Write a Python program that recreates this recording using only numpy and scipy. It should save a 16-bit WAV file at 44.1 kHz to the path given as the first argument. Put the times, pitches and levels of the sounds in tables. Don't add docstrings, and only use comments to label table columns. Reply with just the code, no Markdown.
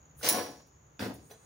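import sys
import numpy as np
from scipy import signal
from scipy.fft import rfft, irfft
from scipy.io import wavfile
from scipy.ndimage import uniform_filter1d

SR = 44100
rng = np.random.default_rng(int(sys.argv[2]) if len(sys.argv) > 2 else 0)


def dump_mix(stems):
    frames = np.atleast_2d(stems).T
    limited = np.clip(frames, -1, 1)
    pcm = np.round(limited * 32767).astype(np.int16)
    wavfile.write(sys.argv[1], SR, pcm)


def boost(x):
    u = np.asarray(x, float) / 20
    return 10 ** u


N = 63945

SNAP_S, SWUNG_S, NUDGE_S = 0.287, 0.8, 1.293
HIT_SIZE = 12


def evened(x):
    return x / np.sqrt(np.mean(x ** 2) + 1e-20)


def read(points, hz):
    f, value = np.transpose(points)
    return np.interp(np.log(hz + 1), np.log(f + 1), value)


def slow_drift(hz):
    noise = rng.standard_normal(N + SR)
    return evened(signal.lfilter(*signal.butter(N=2, Wn=hz, fs=SR), noise)[SR:])


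def noise_band(hz, width):
    r = np.exp(-np.pi * width / SR)
    z = rng.standard_normal((2, N)) + 1j * rng.standard_normal((2, N))
    for _ in range(2):
        z = signal.lfilter([1], [1, -r], z)
    return evened((z * np.exp(2j * np.pi * hz * np.arange(N) / SR)).real)


# (frequency [Hz], level [dB])
AIR_COLOUR = [(18, -31), (30, -6), (149, 2), (210, -10), (1040, -12), (5310, -34), (6720, -11.5),
              (7700, -53.5), (16000, -35.5)]
# (frequency [Hz], likeness [-1 to 1])
AIR_LIKENESS = [(60, 0.98), (240, 0.91), (950, -0.37), (3770, 0.23), (15000, 0.74)]


def air():
    hz = np.fft.rfftfreq(N + 1, 1 / SR)
    a, b = rfft(rng.standard_normal((2, N + 1)))
    same = np.clip(read(AIR_LIKENESS, hz), -1, 1)
    z = np.array([a, same * a + np.sqrt(1 - same ** 2) * b]) * boost(read(AIR_COLOUR, hz))
    middle = irfft(z[0] * ((hz > 200) & (hz < 5000))).std()
    return boost(-65) * irfft(z)[:, :N] / middle


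# (frequency [Hz], width [Hz], level [dB])
HUM_LINES = [(72.4, 16, 1), (117.4, 17, -11.5), (146.4, 8.9, -7)]
# (time [s], level [dB])
HUM_SWELLS = [
    (0.0, -33.5),
    (0.068, -81),
    (0.188, -50),
    (0.35, -78),
    (0.532, -69.5),
    (0.836, -64.5),
    (0.968, -71),
    (1.21, -60.5),
    (1.352, -69),
    (1.45, -75),
]


def hum():
    s, level_db = np.transpose(HUM_SWELLS)
    lines = sum(boost(db) * noise_band(hz, width)[0] for hz, width, db in HUM_LINES)
    return lines * boost(np.interp(np.arange(N) / SR, s, level_db))


CRICKET_S, CRICKET_RISE_S = 1.205, 0.04
CHIRR_PER_S, CHIRR_FIRST_S, CHIRR_SHARP, CHIRR_BLURRED_S = 115.5, 1.229, 1.2, 1.43


def insects():
    t = np.arange(N) / SR
    hiss = noise_band(hz=6820, width=370)
    hiss = hiss + 0.86 * hiss[::-1]
    throb_db = -74.5 + 4 * slow_drift(hz=30)
    sharpness = np.clip((CHIRR_BLURRED_S - t) / (CHIRR_BLURRED_S - CRICKET_S), 0, 1)
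    pulses = np.cos(2 * np.pi * CHIRR_PER_S * (t - CHIRR_FIRST_S))
    chirr = evened(np.exp(CHIRR_SHARP * sharpness * pulses))
    rise = np.clip((t - CRICKET_S) / CRICKET_RISE_S, 0, 1)
    cricket = rise * chirr * noise_band(hz=8650, width=1300)
    return hiss * boost(throb_db) + boost(-66) * cricket


# (frequency [Hz], likeness [0 to 1])
CART_LIKENESS = [(100, 0.97), (400, 0.86), (1200, 0.25), (3000, 0.13), (6000, 0.28), (10000, 1),
                 (15000, 0.78)]


def paired(z, hz):
    same = np.clip(read(CART_LIKENESS, hz), 0, 1)
    return np.array([z[0], same * z[0] + np.sqrt(1 - same ** 2) * z[1]])


# (frequency [Hz], time to fall 60 dB [s])
YARD_T60 = [(200, 0.55), (1500, 0.23), (6000, 0.58), (15000, 0.21)]


def yard(x):
    taps = np.zeros((2, SR))
    slots = np.arange(400, SR - 20, 20)
    at = slots + rng.integers(0, 20, (2, len(slots)))
    np.put_along_axis(taps, at, rng.choice([-1., 1.], at.shape), 1)
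    hz, t, z = signal.stft(taps, SR, nperseg=256)
    dying = boost(-60 * t / abs(read(YARD_T60, hz))[:, None])
    tail = signal.istft(paired(z, hz[:, None]) * dying, SR, nperseg=256)[1]
    tail = boost(-11) * tail / np.linalg.norm(tail[0])
    wall = round(0.011 * SR)
    tail[[0, 1], [wall, wall + 9]] += boost(-14.5)
    return signal.fftconvolve(x, tail, axes=1)[:, :N]


def dense(x, colour, t60, count=6):
    t, hz = np.arange(4096) / SR, np.fft.rfftfreq(8192, 1 / SR)
    log_gain = np.log(boost(read(colour, abs(np.fft.fftfreq(8192, 1 / SR)))))
    tone = np.exp(np.conj(signal.hilbert(log_gain)))[:4097]
    fade = boost(-60 * t / t60) * np.minimum(t / .001, 1)
    patch, out = rng.integers(0, count, N), np.zeros((2, N))
    for k in range(count):
        burst = rfft(rng.standard_normal((2, 4096)) * fade, 8192)
        h = irfft(paired(burst, hz) * tone)
        h = h / np.linalg.norm(h, axis=1)[:, None]
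        out += signal.fftconvolve((x * (patch == k))[None], h, axes=1)[:, :N]
    return out


def ringing(modes):
    t, h = np.arange(SR) / SR, np.zeros(SR)
    for k, (hz, db, t60) in enumerate(modes):
        h += boost(db - 60 * t / abs(t60)) * np.sin(2 * np.pi * hz * t) * (-1) ** k
    return h / np.linalg.norm(h)


def through(x, h):
    return signal.fftconvolve(x, h)[:N]


# (time [s], level [dB])
RUB_PRESS = [(0.144, -91), (.19, -56.5), (.3, -43), (0.57, -87), (0.641, -99.5), (0.674, -74), (.71, -97),
             (.985, -90), (1.01, -53), (1.09, -63.5), (1.133, -77), (1.14, -56.5), (1.2, -82),
             (1.275, -73.5), (1.294, -72), (1.316, -58.5), (1.362, -86), (1.45, -78)]
# (frequency [Hz], level [dB])
RUB_TONE = [(5000, -37), (8000, -12), (9500, -1), (12500, -6.5), (15000, 0)]
RUB_DB, RUB_CEILING_DB = 5, -57.5


def rub():
    s, level_db = np.transpose(RUB_PRESS)
    level_db = np.interp(np.arange(N) / SR, s, level_db, -95)
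    press = boost(RUB_DB + np.minimum(level_db, RUB_CEILING_DB))
    grains = evened(rng.standard_normal(N) * (rng.random(N) < .3))
    return dense(press * grains, RUB_TONE, t60=0.0047)


# (time [s], level [dB], contact time [s])
BRACKET_TAPS = [
    (1.309, -47, 0.000045),
    (1.312, -52.5, 0.000066),
    (1.316, -53, 0.000044),
    (1.334, -55, 0.000051),
    (1.347, -51.5, 0.000086),
]
# (frequency [Hz], level [dB], time to fall 60 dB [s])
BRACKET_MODES = [(437.5, 3, 0.14), (665, -1.5, 0.1), (1440, -14, 0.075), (2540, -20, .06),
                 (3350, -4.5, 0.047), (3960, -12.5, .16), (4050, -3.5, 0.088), (6000, 6, 0.04),
                 (6040, 7.5, 0.047)]
# (frequency [Hz], level [dB], time to fall 60 dB [s])
CLASP_MODES = [(1480, 14, 0.023), (1150, 0.5, .014), (456, -9, .03)]


def bracket():
    x, t = np.zeros(N), np.arange(N) / SR
    for s, db, contact in BRACKET_TAPS:
        push = np.exp(-((t - s) / (contact / 2)) ** 2)
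        x += HIT_SIZE * boost(db) * push / push.sum()
    tick = HIT_SIZE * (np.arange(N) == round(.212 * SR))
    return through(x, ringing(BRACKET_MODES)) + boost(-49) * through(tick, ringing(CLASP_MODES))


# (time [s], slips on steel [dB], load on the body [dB])
WRENCH_FORCE = [
    (.185, -71.5, -68),
    (.226, -47, -53),
    (.233, -35, -39.5),
    (.27, -27, -33),
    (.283, -31.5, -37.5),
    (.293, -28.5, -35.5),
    (.31, -31.5, -33),
    (.385, -44, -33),
    (.63, -80, -68),
]
# (time [s], slips on steel [dB], load on the body [dB])
KNOCK_FORCE = [
    (0.995, -44.5, -42.5),
    (1.003, -42, -44.5),
    (1.04, -41, -38),
    (1.11, -59.5, -44),
    (1.149, -69, -55),
    (1.199, -91, -75),
    (1.25, -84, -70),
    (1.275, -74, -87),
]
# (time [s], slips on steel [dB], load on the body [dB])
NUDGE_FORCE = [
    (1.295, -72, -62.5),
    (1.313, -60, -59),
    (1.345, -71, -63),
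    (1.385, -80, -81),
    (1.45, -72, -72),
]


def train(per_s, spread_db, column):
    t = np.arange(N) / SR
    size = boost(spread_db * np.minimum(rng.exponential(1, N), 4))
    size = size * rng.choice([-1, 1], N) * (rng.random(N) < per_s / SR)
    force = np.zeros(N)
    for curve in (WRENCH_FORCE, KNOCK_FORCE, NUDGE_FORCE):
        c = np.array(curve)
        force += boost(np.interp(t, c[:, 0], c[:, column], -150, -150))
    return evened(size) * force


# (time [s], blow on steel [dB], blow on the body [dB])
HARD_BLOWS = [(0.2291, -34, -69), (0.2454, -36, -37), (0.2636, -25.5, -54), (0.2665, -23, -35),
              (0.273, -30, -32), (0.2875, -22.5, -57), (0.2879, -16, -49), (.2925, -23, -44),
              (0.2963, -23.5, -51), (0.298, -27, -52), (.304, -29, -63), (.314, -38.5, -32),
              (.324, -28, -51), (0.35, -36, -33), (.363, -38, -35), (0.382, -56, -32), (0.6012, -90, -52),
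              (0.9932, -34, -41), (.9965, -42.5, -53), (1.002, -67, -32), (1.01, -41, -46),
              (1.021, -53, -29), (1.029, -37, -39), (1.038, -57, -33), (1.056, -61, -33),
              (1.065, -59, -34.5), (1.109, -63.5, -46), (1.145, -73, -49.5), (1.192, -83, -52.5),
              (1.229, -83, -59), (1.302, -58, -70), (1.309, -61, -54)]


def blows(column):
    x = np.zeros(N)
    for row in HARD_BLOWS:
        x[round(row[0] * SR)] = HIT_SIZE * boost(row[column])
    return x


# (time [s], level [dB])
FRAME_THUDS = [
    (1.0135, -41),
    (1.0414, -39.5),
    (1.097, -47),
    (1.295, -57),
]
# (frequency [Hz], level [dB], time to fall 60 dB [s])
FRAME_MODES = [(107.5, 0, .24), (155, -12, .12)]


def frame():
    x = np.zeros(N)
    for s, db in FRAME_THUDS:
        x[round(s * SR)] = HIT_SIZE * boost(db)
    return through(x, ringing(FRAME_MODES))


# (frequency [Hz], level [dB])
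SHELL_TONE = [(47, -61), (80, -14.5), (672, -2.5), (733, -1), (886, -7), (983, -7.5), (2110, -16.5),
              (5000, -19), (6500, -52.5), (11000, -120)]
# (frequency [Hz], level [dB], time to fall 60 dB [s])
PANEL_MODES = [(339.5, 0, 0.2), (391, -1, 0.23), (482, 8.5, 0.21), (523, -10, 0.076), (644, -16, .1),
               (723, -6, 0.078), (840.7, 0.5, 0.19), (968, -7.5, 0.12), (1095, 1.5, 0.12),
               (1320, -5, 0.0793), (1474, 1, 0.1005), (1698, 1.5, 0.078), (1920, -9.5, 0.056)]
# (frequency [Hz], level [dB])
PAN_TONE = [(29, -40), (50, -21), (107, 2.5), (150, -5.5), (264, 1.5), (418, -4), (532, -5), (6000, -36.5),
            (7800, -78), (13200, -120)]
# (frequency [Hz], level [dB], time to fall 60 dB [s])
PAN_MODES = [(170, -6, 0.076), (199, 9, 0.14), (258.6, 4.5, 0.34), (328, 6, 0.058), (393, -0.5, 0.45),
             (469, -0.5, 0.2), (505, -2, 0.11), (670, 0.5, 0.044), (740, -0.5, 0.11), (876, -3, .12),
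             (997, -17, 0.19), (1030, -6, 0.053), (1240, -6, 0.057)]
# (frequency [Hz], level [dB], time to fall 60 dB [s])
WIDE_MODES = [(212.7, 0.26, .16), (277.8, 2.7, .2)]


def body():
    t = np.arange(N)
    load = train(per_s=1200, spread_db=2.0, column=2) + blows(column=2)
    knocked = (t > SWUNG_S * SR) & (t < NUDGE_S * SR)
    side_load, pan_load = load * ~knocked, load * knocked
    panels = dense(side_load, SHELL_TONE, t60=0.034) + boost(-3) * through(side_load, ringing(PANEL_MODES))
    pan = dense(pan_load, PAN_TONE, t60=0.036) + boost(-2.5) * through(pan_load, ringing(PAN_MODES))
    wide = boost(-14) * through(side_load * (t > SNAP_S * SR), ringing(WIDE_MODES))
    return panels + pan + wide + frame()


# (frequency [Hz], level [dB])
RASP_TONE = [(300, -43.5), (1000, -6.5), (2200, -2), (4200, -3.5), (6000, 1), (7800, -14.5), (9300, -5),
             (13000, -20), (15200, -6.5)]
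# (frequency [Hz], level [dB])
HELD_TONE = [(300, -39), (1500, 10), (2500, -1), (5000, 0.5), (7500, -11), (11500, -15.5), (13000, -21),
             (15000, -8)]
# (frequency [Hz], level [dB])
FREE_TONE = [(1500, -20.5), (5800, -13.5), (8300, -17.5), (10200, -6.5), (10900, -1), (11500, -13),
             (13800, -15.5), (15100, -2.5)]
FREE_HZ = [5240, 5654, 5783, 5944, 6907, 7660, 9349, 9947, 10839, 10904, 11023, 14870, 15216, 15480]
# (level [dB], time to fall 60 dB [s])
FREE_DECAY = [(-15, .12), (-11.5, 0.49), (-4, 0.14), (-7, 0.066), (-7.5, 0.11), (-5, 0.039), (-12, 0.18),
              (-23, .14), (4, 0.039), (3, 0.098), (0.5, 0.055), (-8, 0.0708), (-10, 0.031), (-16, .1)]
# (frequency [Hz], level [dB], time to fall 60 dB [s])
HELD_MODES = [(1425, -3, 0.066), (1580, -0.5, 0.028), (2030, -22, 0.029), (2540, 2, 0.042),
              (3550, -4, 0.036), (4550, -8, 0.034), (4800, -4, 0.034), (5570, -6, 0.07), (7700, -23, .04)]
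# (frequency [Hz], level [dB], time to fall 60 dB [s])
WEDGED_MODES = [(2100, -3, 0.035), (2870, 0, .02), (4065, -0.5, 0.031), (4590, 3, 0.021),
                (5066, 1.5, 0.051), (6100, -5, 0.03), (6210, -4, 0.057), (9250, -2.5, .03),
                (15100, 0, .015)]
RING_SLIP_DB, RING_BLOW_DB, FREE_SLIP_DB = -7.5, -2.5, -5
RASP_BLOW_DB, FREE_RASP_DB = -9, -2
STEEL_T60 = 0.015


def strut():
    t = np.arange(N) / SR
    slips, hits = train(per_s=4000, spread_db=2.5, column=1), blows(column=1)
    wedged, free, swung = t <= SNAP_S, (t > SNAP_S) & (t < SWUNG_S), t >= SWUNG_S
    struck = boost(RING_SLIP_DB) * slips + boost(RING_BLOW_DB) * hits
    free_struck = boost(FREE_SLIP_DB + RING_SLIP_DB) * slips + boost(RING_BLOW_DB) * hits
    ring = through(free * free_struck, ringing(np.column_stack([FREE_HZ, FREE_DECAY])))
    ring = ring + boost(-2.5) * through(swung * struck, ringing(HELD_MODES))
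    ring = ring + boost(-2) * through(wedged * struck, ringing(WEDGED_MODES))
    clatter = boost(5) * dense((slips + hits) * free, FREE_TONE, t60=0.021)
    scrape = slips + boost(RASP_BLOW_DB) * hits
    rasp = dense(scrape * ~swung * boost(FREE_RASP_DB * free), RASP_TONE, STEEL_T60)
    return ring + clatter + rasp + dense(scrape * swung, HELD_TONE, STEEL_T60)


def scene():
    side = np.array([[.5], [-.5]])
    steel = (strut() + bracket() + rub()) * boost(-1 * side)
    cart = steel + body() * boost(1.5 * side)
    return air() + hum() + insects() + yard(cart) + cart


def roll_off(x):
    return signal.sosfilt(signal.butter(12, 16760, fs=SR, output="sos"), x)


DUCK_FROM_DB, DUCK_SHARE, DUCK_BACK_DB_PER_S = -41, 0.085, 24.5


def record(dry):
    power_db = 10 * np.log10(abs(uniform_filter1d((dry ** 2).mean(0), 400)) + 1e-12)
    fall = np.arange(N) * DUCK_BACK_DB_PER_S / SR
    held_db = np.maximum.accumulate(power_db + fall) - fall
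    over_db = np.maximum(held_db - DUCK_FROM_DB, 0)
    x = signal.lfilter(*signal.butter(N=2, Wn=70, btype="high", fs=SR), dry)
    x = x / boost(DUCK_SHARE * uniform_filter1d(over_db, 200))
    top_edge = signal.firwin(511, 15800, window=("kaiser", 9), fs=SR)
    return roll_off(signal.oaconvolve(x, top_edge[None], "same"))


dry = scene()
out = record(dry)
dump_mix(out)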